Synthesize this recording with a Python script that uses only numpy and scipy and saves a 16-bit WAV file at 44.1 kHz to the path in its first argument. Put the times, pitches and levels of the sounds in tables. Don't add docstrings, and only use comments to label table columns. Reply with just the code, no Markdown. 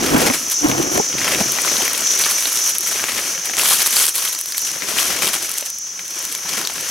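import sys
import numpy as np
from scipy import signal
from scipy.fft import rfft, irfft
from scipy.io import wavfile
from scipy.ndimage import uniform_filter1d

SR = 44100
rng = np.random.default_rng(int(sys.argv[2]) if len(sys.argv) > 2 else 0)


def dump_mix(stems):
    frames = np.atleast_2d(stems).T
    limited = np.clip(frames, -1, 1)
    pcm = np.round(limited * 32767).astype(np.int16)
    wavfile.write(sys.argv[1], SR, pcm)


def makeup_ratio(level_db):
    decades = np.asarray(level_db, float) / 20
    return 10 ** decades


N = 304290
HZ, TIME = np.fft.rfftfreq(N, 1 / SR), np.arange(N) / SR

# time_s, left_minus_right_db
PLACE = [
    (0.0, 0.5),
    (1.42, 3),
    (1.63, 7),
    (2.46, -1),
    (3.09, 4.5),
    (4.63, 1.5),
    (4.8, 7),
    (5.65, 3),
    (6.84, 4.5),
    (6.9, 2),
]
# start_s, length_s, rubbing_db, resonance_hz, deep_boom_db
RUBS = [(0.0, 0.13, -22, 270, -32), (0.131, 0.053, -10.5, 276, -25), (0.19, 0.036, -17.5, 246, -23),
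        (0.239, 0.071, -17, 282, -21), (0.308, 0.184, -35.5, 254, -16), (0.653, 0.028, -13, 310, -30),
        (0.699, 0.053, -18.5, 278, -1), (0.756, 0.058, -20.5, 332, -10.5), (0.804, 0.16, -24, 332, -32),
        (0.953, 0.05, -17.5, 383, -18), (1.133, 0.12, -34, 224, -7), (1.282, 0.23, -32, 250, -11),
        (1.458, 0.076, -38, 367, -15)]


def leaves():
    # pitch_hz, level_db
    crisp_tone = [(400, -64), (1500, -28), (3000, -1.5), (5000, -1.5), (7500, 1.5), (10500, 4.5),
                  (13000, 1.5), (15000, -8), (16500, -14)]
    coarse_tone = [(60, -60), (300, -5.5), (560, -3.5), (850, -1), (1500, 3), (2500, 3.5), (4000, -1),
                   (6000, 5), (9000, -7), (14000, -12.5)]
    scuff_tone = [(30, -31), (70, -3.5), (200, -1.5), (400, 0), (800, -4), (1400, -41), (3000, -48)]
    # pitch_hz, level_db
    off_mic = [(60, -5.5), (190, -9.5), (400, -6), (800, -5.5), (3000, -8)]

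    shared = slips(30, 0.0039, 0.75)
    crisp_clumps = shared * slips(41, 0.045, 0.73)
    crisp = crackle(crisp_clumps, 900, 3.6, 0.00098, -0.69, crisp_tone, 3400, 21700)
    coarse_clumps = shared * slips(28, 0.035, 0.28)
    coarse = crackle(coarse_clumps, 800, 1.77, 0.0014, -0.72, coarse_tone, 820, 4740)
    scuff = crackle(shared, 350, 5.0, 0.0044, -0.32, scuff_tone, 184.6, 1160)

    litter = stirring(0.15, 0) * crisp + stirring(0.049, 0.9) * coarse
    ground = stirring(-8.5, 1.83) * scuff
    litter = litter + [colour(channel, off_mic) for channel in ground]
    brushing = rubbing(-7.5) * scuff[0]
    return spread(*litter, curves(PLACE)[0]) + ports(brushing)


def stirring(base_db, per_weight):
    # time_s, effort_db, weight_db (how much coarse litter gives way)
    shuffle = [(0.0, -32, 9.5), (0.35, -24.5, -5.5), (0.56, -35, 0.5), (1.02, -36, 5), (1.73, -24, 1.5),
               (2.25, -29.5, 2), (2.38, -44.5, 7), (3.54, -31.5, 3), (3.78, -26, 0), (3.98, -34, -1),
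               (4.38, -33.5, -4.5), (4.88, -32.5, 4.5), (5.17, -30.5, 5), (5.5, -30.5, 0), (5.79, -43, -1),
               (5.96, -40, 2.5), (6.4, -33, -0.5), (6.9, -30.5, 2.5)]
    # start_s, length_s, effort_db, weight_db, swell_by_end_db
    sweeps = [(0.042, 0.065, -30, 5.5, -1.5), (0.191, 0.09, -27.5, 7, 1.5), (0.6, 0.24, -33.5, 1, 1),
              (0.93, 0.048, -33, -4, 3), (1.181, 0.15, -29, 5.5, 2), (1.337, 0.076, -39.5, 11.5, 7.5),
              (1.516, 0.36, -60, 19, 8.5), (2.196, 0.18, -21.5, -2, -3.5), (2.38, 0.33, -23.5, -5, -1.5),
              (2.79, 0.14, -31.5, -4, 6.5), (2.956, 0.36, -25.5, 0.5, -2.5), (3.608, 0.078, -21, -5.5, 8),
              (3.703, 0.038, -11, -5.5, 1.5), (3.76, 0.07, -25, -4.5, 8), (3.909, 0.035, -24, -6.5, 6),
              (3.963, 0.078, -12.5, -8, -0.5), (4.073, 0.014, -20.5, -6.5, 2.5),
              (4.148, 0.049, -25.5, -6, 5.5), (4.22, 0.074, -23, -6, 2), (4.88, 0.12, -28, 3, 3),
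              (4.98, 0.16, -18.5, -4, -7.5), (5.098, 0.042, -29.5, 5.5, 2), (5.226, 0.073, -19, 3, -8.5),
              (5.492, 0.12, -32.5, -4, 3.5), (6.164, 0.16, -31, 0, -4), (6.451, 0.19, -35.5, 5, 4)]
    # start_s, effort_db, weight_db
    flicks = [(0.338, -5.5, 3.5), (0.516, -5, -6.5), (1.2815, -6, -8), (1.5753, -17, -2),
              (1.6581, -6.5, -6), (0.92, -11, -9), (1.0434, -20, 2), (2.311, 1.5, -11), (2.6894, -4, -3.5),
              (2.7487, -6.5, -5), (2.8724, -18, -17), (3.155, -15, 6), (3.455, -10, -1),
              (3.589, -0.5, -2.5), (3.864, 2.5, -8), (3.874, 3.5, -6), (4.3271, -9, -5), (4.576, -4.5, -19),
              (4.6688, -10, -10), (4.6994, -20, 3), (5.2769, -3.5, -12), (5.3333, -5.5, -2),
              (5.4246, -11, -2), (5.659, -11.5, -4), (6.325, -15, -7), (6.4894, -11, -14),
              (6.5755, -22, -8)]
    flick_s, flick_db, flick_swell_db = 0.008, -17, 1.5
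    rise_db_per_s, fall_db_per_s = 902, 450

    effort_db, weight_db = curves(shuffle)
    short = [(s, flick_s, db + flick_db, weight, flick_swell_db) for s, db, weight in flicks]
    rows = np.array(sweeps + short)
    hit_db = rows[:, 2] + per_weight * rows[:, 3]
    hits = strokes(rows, hit_db, rise_db_per_s, fall_db_per_s, rows[:, 4:])
    return makeup_ratio(base_db) * np.hypot(hits, makeup_ratio(effort_db + per_weight * weight_db))


def slips(per_s, settle_s, depth):
    starts = rng.random(N) * (rng.random(N) < per_s / SR)
    settle = signal.lfilter([1], [1, -np.exp(-1 / (settle_s * SR))], starts)
    return 1 + depth * np.tanh(0.62 * evened(settle))


def crackle(clumps, per_s, spread_db, ring_s, hiss_db, tone, low_hz, high_hz, count=10):
    size = makeup_ratio(spread_db * np.minimum(rng.exponential(1, N), 2.2))
    size = size * (rng.random(N) < per_s / SR) * clumps
    kind = rng.integers(0, count, N)
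    t = np.arange(1024) / SR
    out = np.zeros((2, N))
    for leaf, hz in enumerate(np.geomspace(low_hz, high_hz, count)):
        fade = np.exp(-t / (ring_s * rng.uniform(0.42, 5.1)))
        shape = rng.standard_normal((2, 1024)) * fade
        ringing = np.array([resonate(channel, hz, 0.2 * hz) for channel in shape])
        shape = 0.91 * evened(shape) + 0.33 * evened(ringing)
        out += signal.oaconvolve((size * (kind == leaf))[None], shape, axes=1)[:, :N]
    faint = evened(clumps) * rng.standard_normal((2, N))
    out = evened(out) + makeup_ratio(hiss_db) * faint
    return evened(np.array([colour(channel, tone) for channel in out]))


def snaps():
    # time_s, peak_db, pitch_hz,
    # middle_part_db
    thin_breaks = [(0.1795, -8, 10000, -7), (0.2154, -9, 10200, -12), (0.3341, -16, 11200, -10),
                   (0.4833, -11, 9700, -13), (0.4986, -5, 12100, -21), (0.517, -6, 10300, -17),
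                   (0.6858, -8, 10100, -11), (0.8265, -10, 7000, -16), (1.2815, -6, 9850, -4),
                   (1.5199, -1, 9300, -19), (1.5414, -14, 10700, -3), (1.6173, -4, 9030, -14),
                   (1.735, -21, 8160, -7), (1.849, -9, 9180, -7), (1.8786, -14, 7000, -6),
                   (1.88, -2.5, 12100, -15), (1.9323, -3, 9920, -14), (1.9766, -8, 10400, -10),
                   (2.0074, -8, 8000, -9), (2.071, -6, 7020, -12), (2.136, -13, 7750, -10),
                   (2.1755, -11, 8010, -13), (2.2189, -7, 8620, -3), (2.3088, -13, 12600, -14),
                   (2.406, -7, 8350, -14), (2.4237, -9, 11900, 9), (2.528, -3, 11000, -22),
                   (2.556, -5, 8800, -1), (2.5717, -5, 7400, -14), (2.6609, -5, 7000, -19),
                   (2.6757, -7, 11500, -20), (2.7495, -9, 9450, -10), (2.7831, 3, 10600, -29),
                   (2.807, -8, 11500, -14), (2.872, -6, 7640, -18), (3.0405, -5, 7200, -11),
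                   (3.0769, -15, 7470, -7), (3.4426, -23, 10400, -7), (3.455, -9, 10500, -13),
                   (3.5677, -3, 7210, 2), (3.5932, -14, 11900, -7), (3.6348, -2, 7400, -17),
                   (3.8282, -3, 11400, -13), (3.8596, -4, 10400, -17), (3.907, -1, 9690, -22),
                   (3.9384, -5, 7710, -12), (4.0663, 1, 8240, -22),
                   (4.086, -1, 8000, -20), (4.1432, -12, 7100, -19), (4.1537, -6, 10200, -18),
                      (4.1537, -10, 13100, -25), (4.1624, -2, 10900, -24), (4.327, -11, 10500, -18),
                      (4.3483, -12, 7600, -13), (4.3888, -6, 9400, -2), (4.4055, -13, 10300, -19),
                      (4.4371, -16, 9950, -17), (4.4576, -9, 11600, 2), (4.521, -10, 8970, -11),
                      (4.5798, 2, 12000, -24), (4.6166, -8, 11900, -20), (4.669, -16, 11000, -13),
                      (4.715, -11, 7380, -24), (4.787, -18, 10900, -5), (4.856, -20, 7150, -9),
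                      (4.9798, -22, 8780, -5), (5.0287, -4, 7420, -14), (5.2208, -7, 9950, -9),
                      (5.257, -4, 8410, -1), (5.2765, -3, 10200, -16), (5.3332, -5, 8700, -16),
                      (5.4253, -11, 8250, -15), (5.4924, -11, 9890, -19), (5.515, -5, 9900, -24),
                      (5.54, -10, 10300, -20), (5.5773, -6, 11100, -13), (5.582, -2, 8300, -9),
                      (5.6086, -9, 7900, -13), (5.6593, -14, 7310, -19), (5.7007, -8, 10900, -22),
                      (5.7846, -11.5, 10500, -12), (6.1901, -12, 9070, -13), (6.2256, -13, 10100, -5),
                      (6.2507, -8, 7260, -20), (6.324, -7, 8380, -19), (6.3497, -7, 7200, -15),
                      (6.3767, -13, 9610, -21), (6.5338, -14, 7050, -11), (6.574, -15, 7100, -11),
                      (6.672, -4, 7000, -11), (6.737, -13, 9800, -9), (6.8082, -13, 7870, -16),
                      (6.883, -21, 7440, -13),
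                   (2.694, -8, 9200, -18), (3.8668, -11, 12200, -16), (3.874, 5.5, 11500, -17),
                 (4.0536, 0, 9850, -22), (4.1806, -1, 12300, -16), (4.411, -5, 10500, -10),
                 (4.479, -19, 11000, -15), (4.482, -22, 10000, -18), (4.092, -3, 9000, -18),
                 (4.487, -13, 7430, -7), (4.5704, -11, 13100, -23), (4.592, -9, 9220, -21),
                 (4.6874, -15, 7360, -17), (4.9924, -8, 7850, -10), (5.2254, -9, 7690, -9),
                 (5.75, -26, 10500, -15), (6.079, -15, 9000, -8), (6.105, -17, 11000, -15)]
    # time_s, peak_db, pitch_hz
    crunches = [(0.148, -2.5, 1070), (0.1615, -5, 1570), (0.1979, -14, 1620), (0.2743, -5, 2140),
                (0.3217, -13, 1640), (0.7142, -5.5, 2090), (1.278, 2, 1630), (1.3345, -6, 1980),
                (1.3903, -11, 1640), (1.5728, -13, 1280), (1.6786, -7, 2040), (1.7353, -17, 1760),
                (1.7557, -8, 1310), (1.8183, -5.5, 2830), (1.8785, -4, 1950), (2.0707, -9, 3640),
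                (2.1096, -9, 3440), (2.136, -11, 3440), (2.2378, 1, 3760), (2.2628, -7, 1610),
                (2.4548, -3, 3740), (2.5721, -12, 3270), (2.9592, -16, 2090), (3.0944, -10, 2010),
                (3.183, -11, 2580), (3.496, -12, 1680), (3.5354, -13, 2160), (3.5815, -6, 2890),
                (3.595, -4, 2670), (3.6574, -8, 3220), (3.7065, -6, 3660), (3.805, -3, 4690),
                (3.8616, -13, 3510), (3.9666, 3, 4800), (4.0407, -5, 3200), (4.1679, -20, 4420),
                (4.1835, -10, 4400), (4.2757, -12, 3270), (4.349, -12, 4730), (4.5218, -10.5, 4680),
                (4.5456, -15, 2200), (4.5795, -11, 4500), (4.6713, -13, 2790), (4.805, -17, 4180),
                (4.8204, -8.5, 1970), (4.9851, -1, 3050), (5.2215, -7, 2480), (5.2703, -3.5, 3390),
                (5.6255, -15, 2710), (5.9933, -14, 2050), (6.4916, -10, 4600), (6.535, -10, 4800),
                (6.5786, -19, 1900), (6.6496, -9.5, 4400), (6.672, -7, 3960), (6.6982, -16, 2090),
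                (0.2987, -7, 2270), (0.9604, -14, 1000), (0.976, -11, 2180), (1.1278, -14, 2500),
             (1.1827, -11, 2380), (1.215, -7, 1930), (1.284, -3.5, 1600), (1.347, -2, 2500),
             (1.5858, -3.5, 1620), (1.6478, -7, 1360), (1.7665, -7, 3680), (2.2464, -6, 4900),
             (2.9957, -10, 1920), (3.0847, -8, 2020), (3.191, -7, 1950), (3.2154, -16, 5070),
             (4.9918, -5, 3020), (5.113, -11, 1840), (5.225, -11, 2390), (5.2764, -6, 2860),
             (5.339, -17, 2890)]
    # time_s, peak_db, pitch_hz
    twigs = [
        (3.0392, -4, 1280),
        (3.0945, -13, 1700),
        (3.86, -10, 3500),
        (4.5804, -11, 4000),
        (5.2203, -13, 2400),
        (5.992, -19.5, 2000),
        (6.349, -15, 2400),
    ]
    # time_s, peak_db, pitch_hz
    thuds = [(1.583, -13, 493), (1.674, -6, 1270), (1.806, -12, 780), (2.136, -15, 522),
             (2.261, -11.5, 1280), (2.316, -11, 1280), (2.955, -17, 440), (3.038, -22, 1010),
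             (3.084, -13, 1160), (3.496, -17, 762), (3.582, -25, 1010), (3.632, -16, 996),
             (3.656, -19, 980), (3.72, -14, 1130), (3.861, -14, 1200), (4.184, -14, 1060),
             (4.22, -23, 1180), (4.348, -16, 1210), (4.762, -20, 493), (4.915, -13, 574),
             (4.964, -12, 1010), (5.221, -6, 1150), (5.276, -7, 1060), (5.623, -18.5, 574),
             (6.456, -18, 926), (6.577, -18, 543), (6.698, -18, 902)]
    # time_s, peak_db, pitch_hz
    slaps = [
        (3.567, -16, 851),
        (3.583, -19, 1050),
        (3.595, -17, 864),
        (3.621, -23, 1030),
        (3.632, -15, 991),
        (3.657, -21, 980),
        (3.689, -22, 923),
        (3.707, -2.5, 848),
        (3.722, -4, 1040),
    ]

    mid = np.zeros(N)
    for s, peak_db, hz, middle_db in thin_breaks:
        tick = 0.96 * burst(hz, 0.15 * hz, 0.0011, 0.82) + 0.93 * burst(11600, 4000, 0.00077, 1.0)
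        tick = signal.lfilter(*signal.butter(2, 0.32 * hz, "high", fs=SR), tick)
        middle = makeup_ratio(middle_db - 3.0) * burst(4100, 2200, 0.0008, 0.77)
        add(mid, s, makeup_ratio(peak_db - 2.0) * (tick + middle))
    for s, peak_db, hz in crunches:
        body = 0.88 * burst(hz, 500 + 0.036 * hz, 0.0035, 0.54)
        edge = 0.5 * burst(3200, 2900, 0.0018, 1.0)
        add(mid, s, makeup_ratio(peak_db - 1.5) * (body + edge))
    for s, peak_db, hz in twigs:
        add(mid, s, makeup_ratio(peak_db + 5.5) * burst(hz, 1.2 * hz, 0.0023, 0.33))
    for s, peak_db, hz in thuds + slaps:
        add(mid, s, makeup_ratio(peak_db - 5.5) * burst(hz, 0.15 * hz, 0.0019, 0.61))
    mid = signal.sosfilt(signal.butter(2, 250, "high", fs=SR, output="sos"), mid)
    bounce = 0.21 * np.roll(mid, 9)
    return spread(mid, bounce, curves(PLACE)[0])


def burst(hz, width, fall_s, rattle):
    t = np.arange(800) / SR - 0.0009
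    dying = np.exp(-abs(t) / np.where(t < 0, 0.0001, fall_s))
    dying = dying + 0.27 * (t > 0) * np.exp(-t / (4 * fall_s))
    crack = 2.8 * np.exp(-(t / 0.00003) ** 2)
    x = resonate(rattle * rng.standard_normal(800) * dying + crack, hz, width)
    return x / abs(x).max()


def grip():
    # pitch_hz, level_db
    shell_tone = [(60, -5), (150, -1), (260, 7), (450, 7.5), (900, 1.5), (1150, 0.5), (2500, -5.5),
                  (5000, -22.5)]
    # time_s, peak_db, pitch_hz
    knocks = [
        (0.151, 6, 246),
        (0.269, 3, 420),
        (0.652, -11, 260),
        (0.721, 0, 273),
        (0.798, 3, 355),
        (0.938, -13, 388),
        (0.997, 8, 410),
        (1.41, 2.5, 205),
    ]

    start, length, _, hz, deep_db = np.transpose(RUBS)
    hz = np.interp(TIME, start + length / 2, hz)
    skin = rng.standard_normal(N) * makeup_ratio(4.1 * wander(12, 120))
    ringing = resonate(resonate(skin, hz, 66), hz, 70)
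    shell = evened(colour(skin, shell_tone)) + 0.67 * evened(ringing)
    boom = evened(resonate(resonate(skin, 137.5, 3.9), 110, 55))
    x = rubbing(-2.05) * shell + rubbing(deep_db - 2.0) * boom

    t = np.arange(2000) / SR
    onset = 1 - np.exp(-t / 0.0043)
    click = 0.89 * np.sin(2 * np.pi * 820 * t) * np.exp(-t / 0.01)
    for s, peak_db, knock_hz in knocks:
        fade = makeup_ratio(peak_db - 3.5 - 60 * t / 0.03)
        add(x, s, fade * onset * (np.sin(2 * np.pi * knock_hz * t) + click))
    return ports(x)


def rubbing(extra_db=0):
    rise_db_per_s, fall_db_per_s, swell_db = 469, 1100, -1.3
    return strokes(RUBS, np.array(RUBS)[:, 2] + extra_db, rise_db_per_s, fall_db_per_s, swell_db)


def cicadas():
    # time_s, chorus_db
    chorus = [(0, -30.5), (.6, -21), (1.2, -22.5), (1.8, -20.5), (2.75, -19.5), (2.78, -24), (3.45, -27.5),
              (3.72, -23.5), (4.1, -27), (5.0, -28.5), (5.6, -31), (6.9, -31)]
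    # pitch_hz, width_hz, level_db
    tymbals = [(5777, 590, 12), (6010, 260, 7.5), (6360, 1070, 11)]

    pulsing_db = 1.1 * wander(17.0, 170) + 2.35 * wander(1.5, 1.8)
    clicks = rng.standard_normal((2, N)) * makeup_ratio(pulsing_db)
    bodies = sum(makeup_ratio(db) / (1 + (2 * (HZ - hz) / width) ** 2) for hz, width, db in tymbals)
    drone = evened(irfft(rfft(clicks) * bodies, N))
    return makeup_ratio(curves(chorus)[0] - 1.0) * spread(*drone, 2.3)


def air():
    # pitch_hz, level_db
    hush_tone = [(18, -56), (30, -10), (355, -11.5), (1190, -40), (1670, -32), (2540, -50), (4300, -17),
                 (6050, 14.5), (7670, -10), (16000, -53)]
    # pitch_hz, level_db
    circuit = [(15734, -58)]
    hush_db = -32

    hush = evened(np.array([colour(channel, hush_tone) for channel in rng.standard_normal((2, N))]))
    whine = sum(makeup_ratio(db) * np.sqrt(2) * np.sin(2 * np.pi * f * TIME) for f, db in circuit)
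    return makeup_ratio(hush_db) * spread(*hush, 0.6) + whine


def spread(mid, side, pan_db):
    # pitch_hz, side_minus_mid_db
    diffuse_width = [(60, -22), (110, -25), (200, -17), (380, -19.5), (700, -12), (1290, -16), (2380, -14),
                     (4400, -8), (8120, -10), (11500, -23), (15000, -34)]
    # pitch_hz, level_db
    lean = [(100, -46), (500, -4), (1500, 1), (4000, 2.5), (8000, -12), (13000, -11)]

    leaning = mid * np.tanh(pan_db * np.log(10) / 40)
    side = colour(side, diffuse_width) + colour(leaning, lean)
    return np.array([mid + side, mid - side])


def ports(x):
    # pitch_hz, lead_radians
    port_lead = [(60, .3), (200, 0.76), (430, 1.53), (1000, 1.86), (2400, 2.43), (5000, 0.15)]
    turn = np.exp(0.5j * read(port_lead))
    return irfft(rfft(x) * np.array([turn, 1 / turn]), N)


def strokes(rows, db, rise, fall, swell_db):
    t = TIME[::64]
    start, length = np.array([row[:2] for row in rows]).T[:, :, None]
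    late = t - start
    shape_db = rise * np.minimum(late, 0) - fall * np.maximum(late - length, 0)
    shape_db = shape_db + swell_db * np.clip(late / length, 0, 1)
    power = (makeup_ratio(db[:, None] + shape_db) ** 2).sum(0)
    return np.interp(TIME, t, np.sqrt(power))


def resonate(x, hz, width):
    turn = np.exp(2j * np.pi * np.cumsum(hz * np.ones(len(x))) / SR)
    r = np.exp(-np.pi * width / SR)
    return 2 * (turn * signal.lfilter([1 - r], [1, -r], x / turn)).real


def wander(low_hz, high_hz):
    band = (HZ > low_hz) / (1 + (HZ / high_hz) ** 2)
    return evened(irfft(rfft(rng.standard_normal(N)) * band, N))


def evened(x):
    return x / np.sqrt(np.mean(x ** 2) + 1e-20)


def read(points):
    f, value = np.transpose(points)
    return np.interp(np.log(HZ + 1), np.log(f + 1), value)


def colour(x, points):
    return irfft(rfft(x) * makeup_ratio(read(points)), N)


def curves(rows):
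    s, *columns = np.transpose(rows)
    return [np.interp(TIME, s, column) for column in columns]


def add(mix, s, sound):
    part = mix[round(s * SR):][:len(sound)]
    part += sound[:len(part)]


def scene():
    return leaves() + cicadas() + grip() + air() + snaps()


def top_cut(x):
    return signal.sosfilt(signal.butter(12, 16670, fs=SR, output="sos"), x)


def record(dry):
    edge_hz, recovery_db_per_s = 15900, 350
    peak_db = 20 * np.log10(abs(dry).max(0) + 1e-9)
    fall = recovery_db_per_s * TIME
    held_db = np.maximum.accumulate(peak_db + fall) - fall
    over_db = np.maximum(held_db + 2.5, 0)
    dip_db = 0.75 * uniform_filter1d(over_db, 60, origin=29)
    soft = 0.96 * np.tanh(dry / makeup_ratio(dip_db) / 0.96)
    edge = signal.firwin(511, edge_hz, window=("kaiser", 9), fs=SR)
    return top_cut(signal.oaconvolve(soft, edge[None], "same", axes=1))


dry = scene()
out = record(dry)
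dump_mix(out)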